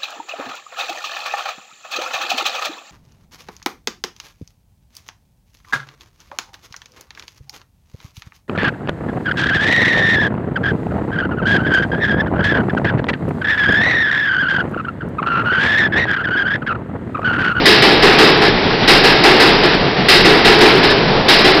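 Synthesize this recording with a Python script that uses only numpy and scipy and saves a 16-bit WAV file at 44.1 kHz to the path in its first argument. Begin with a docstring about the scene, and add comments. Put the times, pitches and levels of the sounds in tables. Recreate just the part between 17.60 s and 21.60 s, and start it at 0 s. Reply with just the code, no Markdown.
"""Indoors at night, within earshot of a train: groups of five axles cross a rail joint every 1.2 s.
Rolling contact makes a steady rumble. Each impact cracks, excites the modes of the steel wheels
and booms through the frame and car body; loose steel chatters after each full group.
The blows saturate the signal of a narrow-band microphone, and its overshoots clip digitally."""
import sys
import numpy as np
from scipy import signal
from scipy.fft import rfft, irfft
from scipy.io import wavfile

SR = 44100
rng = np.random.default_rng(int(sys.argv[2]) if len(sys.argv) > 2 else 0)


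def generate_wav(signal):
    """Clip the signal to [-1, 1] and save it as 16-bit WAV at the path in sys.argv[1]."""
    frames = np.transpose(np.atleast_2d(signal))
    scaled = np.clip(frames, -1, 1) * 32767
    pcm = np.round(scaled).astype(np.int16)
    wavfile.write(sys.argv[1], SR, pcm)


N = 176400

# spectra of rumble, roar, crack and boom (frequency [Hz], relative spectral density [dB])
RUMBLE_SPECTRUM = [(12, -22), (27, 2.5), (45, -7), (60, -20.5), (82, -2.5), (102, -9), (130, 1), (170, 2.5),
                   (220, -1.5), (320, -2), (440, 2), (540, -8.5), (760, -8), (1200, -12.5), (1800, -9),
                   (2300, -11.5), (2800, -13), (4000, -14), (5000, -16), (5600, -17)]
MIDRANGE_SPECTRUM = [(300, -30.5), (520, -2), (740, -1.5), (1000, -6), (1600, -18), (4000, -24.5)]
CRACK_SPECTRUM = [(100, -19), (500, -7), (1200, -7.5), (1800, -1), (2300, -2), (2700, -2.5), (3300, -3.5),
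                  (3900, -0.5), (4500, -3), (5100, 0), (5600, -4)]
BOOM_SPECTRUM = [(40, -16), (110, -32), (200, -13), (290, -9), (370, -12.5), (450, -12.5), (540, -18),
                 (800, -9), (1100, -11.5), (1800, -11), (3000, -15), (5200, -21.5)]
# envelope of the midrange roar (time [s], level [dB])
ROAR_ENVELOPE = [(0, -22.5), (1.1, -24.5), (2.3, -21.5), (3.0, -28.5), (3.55, -17.5), (4, -18)]
# axle impacts, in relative terms (time [s], crack [dB], boom [dB], ring [dB], decay time factor [1])
IMPACTS = [(.053, 3, -1, 3.5, 0.8), (.219, -3.5, -1, -3, 1), (.421, -6, 2.5, -2, 1),
           (.582, -2.5, 2, -27, 0.99), (0.815, -7.5, -2, -30, 0.38), (1.274, 2, 1.5, -3, 0.83),
           (1.437, -3, -1.5, -4, 0.98), (1.634, -3, 2.5, -24, 1), (1.796, -2.5, -1, -6, 1),
           (2.029, -8.5, -3, -38, 0.41), (2.483, 4.5, -2, 4, 0.78), (2.643, -6, 1.5, 1, 1),
           (2.844, -2, 2, -4, 0.88), (3.003, -4, 3, -8, 0.95), (3.227, -6.5, -4.5, -12, 0.6),
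           (3.681, 2, -2, -11, 0.87), (3.842, -5, -1.5, -11, 1)]
# wheel and rail modes (frequency [Hz], bandwidth [Hz], gain when shaken [dB], gain when struck [dB])
STEEL_MODES = [(1700, 50, -2.5, -8), (1959, 45, -4, 2), (2115, 60, -8, -10), (2590, 110, -4, -9),
               (2801, 32, -7.5, -10), (3058, 35, -12, -14), (3720, 30, -9, -10), (3857, 28, -7.5, -8),
               (4974, 55, -6, -6)]
# frame modes (frequency [Hz], bandwidth [Hz], gain [dB])
FRAME_MODES = [(320, 55, -3), (371, 42, 0), (425, 48, -1.5), (702, 35, -11), (800, 60, -8)]
# bursts of loose steel (time [s], relative level [dB], duration [s])
CHATTER_BURSTS = [(0.841, 1.5, 0.07), (2.091, -2.5, 0.082), (3.288, 2, 0.049)]
# digital overflow wraparounds, each a brief reversal of sign (time [s])
WRAPAROUNDS = [2.4906, 2.4985]

RUMBLE_DB, SWELL_DB, SWELL_HZ = -13, 1.06, 10.4
CRACK_DB, CRACK_RISE_S, CRACK_T60_S = -0.5, 0.006, 0.89
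RATTLE_DB, RATTLE_HZ = 0.33, 70
STEEL_DB, ROLLING_DRIVE_DB = -14.5, -29
CLANG_DB, CLANG_T60_S, KNOCK_DB, KNOCK_T60_S, STRIKE_SPREAD_DB = -10.5, 0.19, -13, 0.3, 1
BOOM_DB, FRAME_DB, BOOM_RISE_S, BOOM_T60_S = -7, -13, 0.015, 1.17
CHATTER_HZ, CHATTER_WIDTH_HZ, CHATTER_RING_DB, CHATTER_NOISE_DB = 1725, 70, -19, -13
INPUT_EDGE_HZ, MIC_EDGE_HZ, MIC_ORDER, MIC_STOP_HZ, OUTPUT_EDGE_HZ = 5920, 5216, 11.4, 6150, 15800
SATURATION, KNEE_EXPONENT, CEILING, WRAP_S = 0.91, 4.92, 0.74, 0.00003


def amp(db):
    """Amplitude ratio of a level in decibels."""
    return 10 ** (np.asarray(db) / 20)


def unit(x):
    """Normalisation to an rms of 1."""
    return x / np.sqrt(np.mean(x ** 2) + 1e-20)


def bins():
    """Fourier frequencies of the whole signal, in Hz."""
    return np.arange(N // 2 + 1) * SR / N


def noise(spectrum):
    """Spectral shaping: white noise takes on the given spectrum, at unit rms."""
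    hz, db = np.transpose(spectrum)
    gain = amp(np.interp(np.log(bins() + 1), np.log(hz), db))
    return unit(irfft(rfft(rng.standard_normal(N)) * gain, N))


def wander(rate_hz):
    """Low-pass noise: a random drift of unit rms, mostly slower than the given rate."""
    return unit(irfft(rfft(rng.standard_normal(N)) / (1 + (bins() / rate_hz) ** 2), N))


def resonate(x, hz, width_hz):
    """Forced response of one damped mode; white noise keeps its rms."""
    pole_radius = np.exp(-np.pi * width_hz / SR)
    pole = pole_radius * np.exp(2j * np.pi * hz / SR)
    return np.sqrt(2 * (1 - pole_radius ** 2)) * signal.lfilter([1], [1, -pole], x).real


def lowpass(x, hz, taps):
    """Band limiting by a steep windowed-sinc filter."""
    return signal.oaconvolve(x, signal.firwin(taps, hz, window=("kaiser", 9), fs=SR)[None], "same")


def impact_envelope(levels_db, rise_s, t60_s):
    """Incoherent addition: each impact's vibration rises and decays, and their powers sum."""
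    t, power = np.arange(N) / SR, np.zeros(N)
    for (start, *_, decay_factor), db in zip(IMPACTS, levels_db):
        age = np.maximum(t - start, 0)
        rise = np.minimum(age / rise_s, 1)
        power += (rise * amp(db - 60 * age / (t60_s * decay_factor))) ** 2
    return np.sqrt(power)


def struck(levels_db, modes, rise_s, t60_s):
    """Free vibration: each impact starts damped sinusoids of random phase and slightly varied level."""
    t, out = np.arange(SR // 2) / SR, np.zeros(N + SR)
    envelope = np.minimum(t / rise_s, 1) * amp(-60 * t / t60_s)
    for (start, *_), level in zip(IMPACTS, levels_db):
        at = round(start * SR)
        for hz, *_, db in modes:
            gain = amp(level + db + STRIKE_SPREAD_DB * rng.standard_normal())
            out[at:at + len(t)] += gain * envelope * np.sin(2 * np.pi * (hz * t + rng.random()))
    return out[:N]


def rolling():
    """Rolling contact of wheel on rail radiates an uneven rumble and a roar that swells and ebbs."""
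    roar_db = np.interp(np.arange(N) / SR, *np.transpose(ROAR_ENVELOPE))
    roar = amp(roar_db) * noise(MIDRANGE_SPECTRUM)
    swell = amp(SWELL_DB * wander(SWELL_HZ))
    return swell * (amp(RUMBLE_DB) * noise(RUMBLE_SPECTRUM) + roar)


def wheel_cracks():
    """Broadband excitation: each impact cracks and shakes the steel modes; rolling keeps them ringing."""
    envelope = impact_envelope([crack for _, crack, *_ in IMPACTS], CRACK_RISE_S, CRACK_T60_S)
    force = envelope * amp(RATTLE_DB * wander(RATTLE_HZ))
    drive = (force + amp(ROLLING_DRIVE_DB)) * rng.standard_normal(N)
    ring = sum(amp(db) * resonate(drive, hz, width) for hz, width, db, _ in STEEL_MODES)
    return amp(CRACK_DB) * force * noise(CRACK_SPECTRUM) + amp(STEEL_DB) * ring


def joint_clangs():
    """Impulse response: the rail end strikes the wheel, which rings, and jolts the frame, which knocks."""
    clang = struck([ring for *_, ring, _ in IMPACTS], STEEL_MODES, CRACK_RISE_S, CLANG_T60_S)
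    knock = struck([boom for _, _, boom, *_ in IMPACTS], FRAME_MODES, BOOM_RISE_S, KNOCK_T60_S)
    return amp(CLANG_DB) * clang + amp(KNOCK_DB) * knock


def body_boom():
    """Structure-borne sound: frame and car body boom, rising and fading more slowly than the crack."""
    envelope = impact_envelope([boom for _, _, boom, *_ in IMPACTS], BOOM_RISE_S, BOOM_T60_S)
    ring = sum(amp(db) * resonate(rng.standard_normal(N), hz, width) for hz, width, db in FRAME_MODES)
    return envelope * (amp(BOOM_DB) * noise(BOOM_SPECTRUM) + amp(FRAME_DB) * ring)


def steel_chatter():
    """Random forcing: loose steel buzzes briefly at one resonance, with broadband noise around it."""
    t = np.arange(N) / SR
    force = sum(amp(db) * np.sin(np.pi * np.clip((t - start) / duration, 0, 1))
                for start, db, duration in CHATTER_BURSTS)
    ring = resonate(force * rng.standard_normal(N), CHATTER_HZ, CHATTER_WIDTH_HZ)
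    return amp(CHATTER_RING_DB) * ring + amp(CHATTER_NOISE_DB) * force * noise(CRACK_SPECTRUM)


def scene():
    """Superposition: the sound pressures of all sources add in one channel."""
    return (rolling() + wheel_cracks() + joint_clangs() + body_boom() + steel_chatter())[None]


def record(dry):
    """Overload: the signal saturates, is band-limited and clips digitally; two wraparounds tick."""
    driven = lowpass(dry, INPUT_EDGE_HZ, taps=101)
    saturated = driven / (1 + abs(driven / SATURATION) ** KNEE_EXPONENT) ** (1 / KNEE_EXPONENT)
    mic_response = 1 / np.sqrt(1 + (bins() / MIC_EDGE_HZ) ** (2 * MIC_ORDER))
    narrow = irfft(rfft(saturated) * mic_response, N)
    clipped = np.clip(lowpass(narrow, MIC_STOP_HZ, taps=301), -CEILING, CEILING)
    wrap = sum(np.exp(-((np.arange(N) / SR - at) / WRAP_S) ** 2) for at in WRAPAROUNDS)
    return lowpass(clipped * (1 - 2 * wrap), OUTPUT_EDGE_HZ, taps=511)


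dry = scene()
out = record(dry)
generate_wav(out)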